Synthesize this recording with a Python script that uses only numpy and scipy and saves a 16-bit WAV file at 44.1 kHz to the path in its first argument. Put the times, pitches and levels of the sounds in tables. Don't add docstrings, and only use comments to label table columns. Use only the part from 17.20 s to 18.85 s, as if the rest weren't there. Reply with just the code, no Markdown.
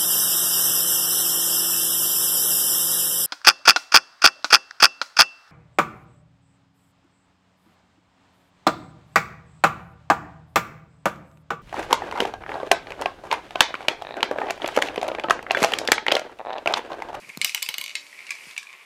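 import sys
import numpy as np
from scipy import signal
from scipy.fft import rfft, irfft, next_fast_len
from scipy.io import wavfile
from scipy.ndimage import map_coordinates

SR = 44100
rng = np.random.default_rng(int(sys.argv[2]) if len(sys.argv) > 2 else 0)


def bounce(signal):
    frames = np.transpose(np.atleast_2d(signal))
    limited = np.clip(frames, -1, 1)
    pcm = np.round(limited * 32767).astype(np.int16)
    wavfile.write(sys.argv[1], SR, pcm)


N = 72765

# time_s, level_db
ROLL_LEVEL = [(0, -57), (.04, -47.5), (.07, -55.5), (.095, -40.5), (.125, -51.5), (.15, -46.5), (.19, -57),
              (.75, -56.5), (.88, -51), (.95, -47.5), (1.04, -46.5), (1.16, -45.5), (1.24, -43),
              (1.33, -47), (1.42, -72), (1.46, -55), (1.51, -49.5), (1.55, -46), (1.65, -51.5)]
LOOP_LEVEL = [(1.36, -97), (1.43, -57), (1.48, -60.5), (1.53, -54), (1.57, -73), (1.61, -61.5), (1.65, -60)]
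SLIDE_LEVEL = [(0, -52.5), (.05, -61.5), (.09, -54.5), (.13, -58.5), (.8, -57), (1.0, -56), (1.15, -56.5),
               (1.29, -49.5), (1.36, -57.5), (1.44, -65.5), (1.52, -61), (1.65, -77)]
# frequency_hz, gain_db
ROLL_COLOUR = [(150, -27.5), (600, -13.5), (900, -17), (1050, -11), (1400, -15), (1850, -4), (2250, 6),
               (2600, 1.5), (3200, -12.5), (4700, -36), (7000, -56), (15000, -65)]
SLIDE_COLOUR = [(500, -3), (2500, -6.5), (4600, 8.5), (6500, 2.5), (8300, 3), (10500, 0.5), (15000, -14)]
# pitch_hz, q_per_stage, gain_db
LOOP_MODES = [(1100, 4.2, 5), (3530, 12, -4)]
ROLL_DB, TICKS_PER_S, TICK_SPREAD_DB = -0.5, 1200, 5

# time_s, level_db
GRIP_LEVEL = [(0, -80), (.035, -50.5), (.055, -64), (.09, -50.5), (.14, -80), (.2, -53), (.24, -53.5),
              (.29, -79), (.4, -94)]
# start_s, level_db
BUMPS = [(0.1726, -29), (0.4877, -43.5), (0.59, -51), (1.2690, -44.5)]
BUMP_END_HZ, BUMP_DROP_HZ, BUMP_GLIDE_S, BUMP_RISE_S, BUMP_T60_S = 105, 205, 0.0056, 0.00065, 0.048
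# start_s, level_db, t60_s
CASE_CLICKS = [(0.1736, -21.5, 0.0077), (.1862, -39, 0.0018)]
# frequency_hz, gain_db
GRIP_COLOUR = [(30, -17), (90, -11), (180, 1.5), (300, -5.5), (600, -7.5), (1500, -14), (5000, -83)]
CASE_COLOUR = [(200, 7), (600, -6), (1000, -7), (2500, -1), (3400, -15), (4100, 4.5), (5200, -3),
               (6200, -3), (6900, 3), (7800, -11), (12500, -9), (15500, -12)]

# start_s, level_db, cutoff_hz, pitch_hz, tone_gain_db
KNOCKS = [(0.0464, -46.5, 3530, 2336, 18), (0.0906, -39, 9250, 1970, -8), (.0995, -47.5, 3930, 2190, 25),
          (0.149, -41, 3500, 2310, 13.5), (0.2234, -29, 5030, 2400, 12), (0.276, -30.5, 8500, 2580, 11),
          (.2940, -24, 10900, 2370, 7.5), (.3190, -34, 6000, 2500, 9), (0.3771, -25.5, 5300, 2510, 3),
          (0.4219, -22.5, 6800, 2480, 2.5), (0.462, -26.5, 6000, 2680, 5), (0.7940, -41, 5000, 2550, 11),
          (0.866, -38, 6160, 2220, 8), (.9280, -43.5, 3380, 1930, 14.5), (0.9897, -37, 4330, 2234, 15),
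          (1.0054, -40, 3450, 2220, 13), (1.0671, -31, 5330, 2770, 2), (1.092, -32, 4030, 2220, 12),
          (1.1170, -27.5, 4050, 2350, 11), (1.1513, -35, 7460, 2250, 5), (1.235, -39, 4530, 2400, 4),
          (1.3104, -34, 6000, 2450, -5), (1.3646, -28.5, 4270, 2660, 4.5), (1.429, -34.5, 7100, 1710, 1.5),
          (1.4695, -38.5, 3940, 2395, 13), (1.4898, -49, 4000, 2334, 18), (1.496, -45, 4050, 2385, 18.5),
          (1.5028, -45, 4040, 2404, 17.5), (1.5279, -34.5, 4100, 2380, 3)]
WALL_T60_S, WALL_RISE_S = 0.017, 0.001
# frequency_hz, gain_db
CHUTE_CLACK = [(100, -27), (700, -25), (1100, -15), (1500, -14.5), (1950, -0.5), (2600, 0.5), (3300, -3.5),
               (4700, -5), (5600, -5.5), (8400, -4.5), (9500, -8), (13000, -10.5), (15500, -16)]
TOWER_CLACK = [(100, -36), (550, -29.5), (1500, -23), (2400, 6), (2950, 3.5), (3400, -10), (4400, -3),
               (5600, -5.5), (8000, -0.5), (9600, -6), (13000, -5), (15500, -2.5)]
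CLACK_T60_S, SNAP_T60_S, RADIATION_CUT_HZ = 0.024, 0.0038, 244
CHUTE_SNAP_DB, CHUTE_RISE_S = -2.5, 0.00045

# pitch_hz, level_db, t60_s
TOWER_WALL = [(2185, 9, 0.022), (2880, 2.5, 0.017), (3520, -7.5, 0.024), (3850, -4, .018),
              (4240, -0.5, 0.018), (6040, -4, 0.012), (7250, 4, 0.01), (8190, -0.5, .012)]
OUTLET = [(1680, -39, 0.02), (2136, -0.5, 0.053), (2504, -1.5, 0.027), (2640, 1.5, 0.025), (3370, -7, 0.03),
          (3900, -3, 0.018), (4500, 0.5, .022), (5040, -4, 0.0083), (8460, 3.5, 0.019)]
FIRST_BEND = [(1125, -16.5, .045), (1706, -6, 0.028), (2050, -2.5, 0.024), (2415, 5.5, 0.026),
              (2850, -18, 0.0089), (5140, 0, 0.013), (5950, -5, 0.01), (6830, 1, 0.01)]
SECOND_BEND = [(2120, -7.5, 0.018), (2370, 14, 0.014), (2900, 0, 0.016), (3510, -1.5, 0.019),
               (4800, -11, .016), (6020, -3, 0.016), (7060, -0.5, 0.017), (7700, -8, 0.012)]
# start_s, level_db, cutoff_hz, clack_gain_db, part_modes
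HITS = [(0.2145, -17, 10400, -2.5, TOWER_WALL), (0.753, -21.5, 7800, 1, OUTLET),
        (1.1062, -23.5, 10500, -0.5, FIRST_BEND), (1.3778, -25, 8600, -0.5, SECOND_BEND)]

# start_s, level_db, cutoff_hz, low_ring_gain_db, bright_edge_gain_db
BOUNCES = [(0.2461, -11.5, 13200, -7, 2.5), (.3470, -14.5, 13400, -0.5, -0.5),
           (0.4264, -16.5, 12400, -6.5, -0.5), (.4887, -16.5, 12000, -0.5, -10),
           (0.541, -19, 7440, -3, -21), (.5820, -19.5, 11900, -1.5, -4), (0.6128, -21.5, 11200, -3.5, -11),
           (0.6397, -24.5, 11100, -2, -3), (0.6610, -26.5, 7700, 2.5, -12), (0.6793, -29, 6660, 4.5, -3),
           (0.6942, -29, 6000, 0, 2.5), (0.7048, -31.5, 5100, 5, 0), (0.7125, -34, 4950, 1, 2)]
LOW_RING_HZ, LOW_RING_Q, EDGE_HZ, EDGE_Q = 2250, 10.5, 7120, 3.9
# pitch_hz, level_db
TOWER_MODES = [(560, -29), (800, -32.5), (1060, -19.5), (1350, -28), (2210, -0.5), (2450, -7), (2930, 0.5),
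               (3420, -7.5), (3760, -4.5), (4080, -5), (4660, -2), (6200, 0.5), (7650, 2.5), (8400, -10),
               (10400, 2.5), (12950, 13)]
TOWER_RING_DB, TOWER_CLACK_DB, TOWER_T60_CYCLES, TOWER_MAX_T60_S = -0.5, -6, 60.4, 0.025
MODE_SCATTER_DB, DETUNE_FRACTION, DETUNE_ABOVE_HZ = 1, .012, 3200

# pitch_hz, level_db
TUBE_TONES = [(291, 0), (398, -2), (588, 2.5)]
# time_s, level_db
TUBE_LEVEL = [(.25, -88), (.4, -98), (.6, -67.5), (.8, -65), (.92, -68), (1.05, -76), (1.3, -106)]
TUBE_WAVER_HZ, TUBE_WAVER_DB = 3.95, -2.5

# frequency_hz, gain_db
AIR_COLOUR = [(25, -29), (70, -21), (120, -15.5), (180, -9), (230, -10), (300, -15.5), (400, -2),
              (500, -10), (750, -4.5), (1050, 1), (1500, -2.5), (3000, -3.5), (8000, -11), (13000, -15.5),
              (15500, -23)]
ROOM_COLOUR = [(100, -3.5), (1000, 10), (2400, -5.5), (5000, 3), (9000, -10.5), (15000, -0.5)]
# frequency_hz, t60_s
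ROOM_T60 = [(200, 0.14), (1000, 0.1), (2300, 0.25), (5000, 0.2), (9000, 0.33), (15000, 0.14)]
AIR_DB, ROOM_DB, ROOM_RISE_S, ECHO_S, ECHO_DB = -56, -6, 0.0028, 0.0043, -15
SPREAD_RING_DB, SPREAD_CLACK_DB, SPREAD_RING_TOP_HZ = -2, 2.5, 4900
MIC_LOW_HZ, TOP_HZ = 83.6, 15500


def amp(db):
    return 10 ** (np.asarray(db) / 20)


def unit(x):
    return x / np.sqrt(np.mean(x ** 2) + 1e-20)


def along(points, hz):
    frequencies, values = np.transpose(points)
    return np.interp(np.log(hz + 1), np.log(frequencies + 1), values)


def level(points):
    return amp(np.interp(np.arange(N) / SR, *np.transpose(points)))


def filtered(x, response):
    size = next_fast_len(len(x) + 8192)
    return irfft(rfft(x, size) * response(np.fft.rfftfreq(size, 1 / SR)), size)[:len(x)]


def rolloff(x, kind, hz):
    return signal.sosfilt(signal.butter(2, hz, kind, fs=SR, output="sos"), x)


def resonance(x, hz, q):
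    return signal.lfilter(*signal.iirpeak(hz, q, fs=SR), x)


def noise(colour, size):
    return unit(filtered(rng.standard_normal(size), lambda hz: amp(along(colour, hz))))


def wobble():
    knots = np.arange(N) * 12 / SR
    return map_coordinates(rng.standard_normal(int(knots[-1]) + 2), [knots], mode="nearest")


def fade(t, t60):
    return np.exp(-np.log(1000) * t / t60)


def rise(t, tau_s):
    return 1 - np.exp(-t / tau_s)


def add(track, start_s, sound):
    part = track[max(round(start_s * SR), 0):][:len(sound)]
    part += sound[:len(part)]


def in_room(direct, spread):
    hz, t, spectrum = signal.stft(rng.standard_normal(SR // 2), SR, nperseg=256)
    decay = fade(t, along(ROOM_T60, hz)[:, None])
    colour = amp(along(ROOM_COLOUR, hz))[:, None]
    tail = signal.istft(spectrum * decay * colour, SR, nperseg=256)[1]
    tail *= rise(np.arange(len(tail)) / SR, ROOM_RISE_S)
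    out = signal.fftconvolve(spread, amp(ROOM_DB) * tail / np.linalg.norm(tail))
    add(out, 0, direct)
    add(out, ECHO_S, amp(ECHO_DB) * direct)
    return out


def rolling():
    ticks = (rng.random(N) < TICKS_PER_S / SR) * rng.choice([-1, 1], N)
    ticks = ticks * amp(TICK_SPREAD_DB * np.clip(rng.standard_normal(N), -2, 2))
    rattle = filtered(ticks, lambda hz: amp(along(ROLL_COLOUR, hz)))
    chute = unit(in_room(rattle, rattle)[:N])
    loop = unit(sum(amp(db) * resonance(resonance(ticks, hz, q), hz, q) for hz, q, db in LOOP_MODES))
    return level(ROLL_LEVEL) * amp(ROLL_DB) * chute + level(LOOP_LEVEL) * loop


def sliding():
    return level(SLIDE_LEVEL) * noise(SLIDE_COLOUR, N)


def room_hiss():
    return amp(AIR_DB) * noise(AIR_COLOUR, N)


def handling():
    out, t = level(GRIP_LEVEL) * noise(GRIP_COLOUR, N), np.arange(SR // 10) / SR
    phase = 2 * np.pi * np.cumsum(BUMP_END_HZ + BUMP_DROP_HZ * np.exp(-t / BUMP_GLIDE_S)) / SR
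    bump = -np.sin(phase) * rise(t, BUMP_RISE_S) * fade(t, BUMP_T60_S)
    for start_s, db in BUMPS:
        add(out, start_s, amp(db) * bump)
    for start_s, db, t60 in CASE_CLICKS:
        click = noise(CASE_COLOUR, len(t)) * fade(t, t60)
        add(out, start_s, amp(db) * contact(click, cutoff_hz=.45 * SR))
    return out


def contact(x, cutoff_hz):
    return rolloff(rolloff(x, "highpass", RADIATION_CUT_HZ), "lowpass", cutoff_hz)


def clack(t, colour, rise_s, snap_db):
    envelope = rise(t, rise_s) * (fade(t, CLACK_T60_S) + amp(snap_db) * fade(t, SNAP_T60_S))
    return unit(noise(colour, len(t)) * envelope) * np.sqrt(np.mean(envelope ** 2))


def knocks():
    out, t = np.zeros(N), np.arange(SR // 10) / SR
    for start_s, db, cutoff_hz, hz, tone_db in KNOCKS:
        tone = amp(tone_db) * np.sin(2 * np.pi * hz * t) * rise(t, WALL_RISE_S) * fade(t, WALL_T60_S)
        knock = contact(clack(t, CHUTE_CLACK, CHUTE_RISE_S, CHUTE_SNAP_DB) + tone, cutoff_hz)
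        add(out, start_s, amp(db) * in_room(knock, knock))
    return out


def blow(ring, clatter, cutoff_hz):
    spread = amp(SPREAD_RING_DB) * contact(ring, SPREAD_RING_TOP_HZ) + amp(SPREAD_CLACK_DB) * clatter
    return in_room(contact(ring + clatter, cutoff_hz), contact(spread, cutoff_hz))


def hits():
    out, t = np.zeros(N), np.arange(SR // 10) / SR
    for start_s, db, cutoff_hz, clack_db, part_modes in HITS:
        ring = sum((-1) ** k * amp(mode_db) * fade(t, t60) * np.sin(2 * np.pi * hz * t)
                   for k, (hz, mode_db, t60) in enumerate(part_modes))
        ring *= rise(t, tau_s=0.00086)
        clatter = amp(clack_db) * clack(t, CHUTE_CLACK, CHUTE_RISE_S, CHUTE_SNAP_DB)
        add(out, start_s, amp(db) * blow(ring, clatter, cutoff_hz))
    return out


def tower_ring(t):
    ring = np.zeros(len(t))
    for k, (hz, db) in enumerate(TOWER_MODES):
        hz *= 1 + DETUNE_FRACTION * rng.normal() * (hz > DETUNE_ABOVE_HZ)
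        decay = fade(t, min(TOWER_T60_CYCLES / hz, TOWER_MAX_T60_S))
        gain = (-1) ** k * amp(db + MODE_SCATTER_DB * rng.normal())
        ring += gain * decay * np.sin(2 * np.pi * hz * t)
    return amp(TOWER_RING_DB) * ring * rise(t, tau_s=0.001)


def bounces():
    out, t = np.zeros(N), np.arange(SR // 10) / SR
    for start_s, db, cutoff_hz, low_ring_db, edge_db in BOUNCES:
        ring = tower_ring(t)
        clatter = amp(TOWER_CLACK_DB) * clack(t, TOWER_CLACK, rise_s=0.00017, snap_db=10.5)
        landing = blow(ring, clatter, cutoff_hz)
        low_ring = (amp(low_ring_db) - 1) * resonance(landing, LOW_RING_HZ, LOW_RING_Q)
        bright_edge = (amp(edge_db) - 1) * resonance(landing, EDGE_HZ, EDGE_Q)
        add(out, start_s, amp(db) * (landing + low_ring + bright_edge))
    return out


def tube():
    tones = np.zeros(N)
    for hz, db in TUBE_TONES:
        gain = amp(db + TUBE_WAVER_DB * wobble())
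        phase = 2 * np.pi * np.cumsum(hz + TUBE_WAVER_HZ * wobble()) / SR
        tones += gain * np.sin(phase)
    return level(TUBE_LEVEL) * unit(tones)


def scene():
    return (rolling() + sliding() + room_hiss() + handling() + knocks() + hits() + bounces() + tube())[None]


def record(dry):
    thin = rolloff(dry[0], "highpass", MIC_LOW_HZ)
    return filtered(thin, lambda hz: hz < TOP_HZ)[None]


dry = scene()
out = record(dry)
bounce(out)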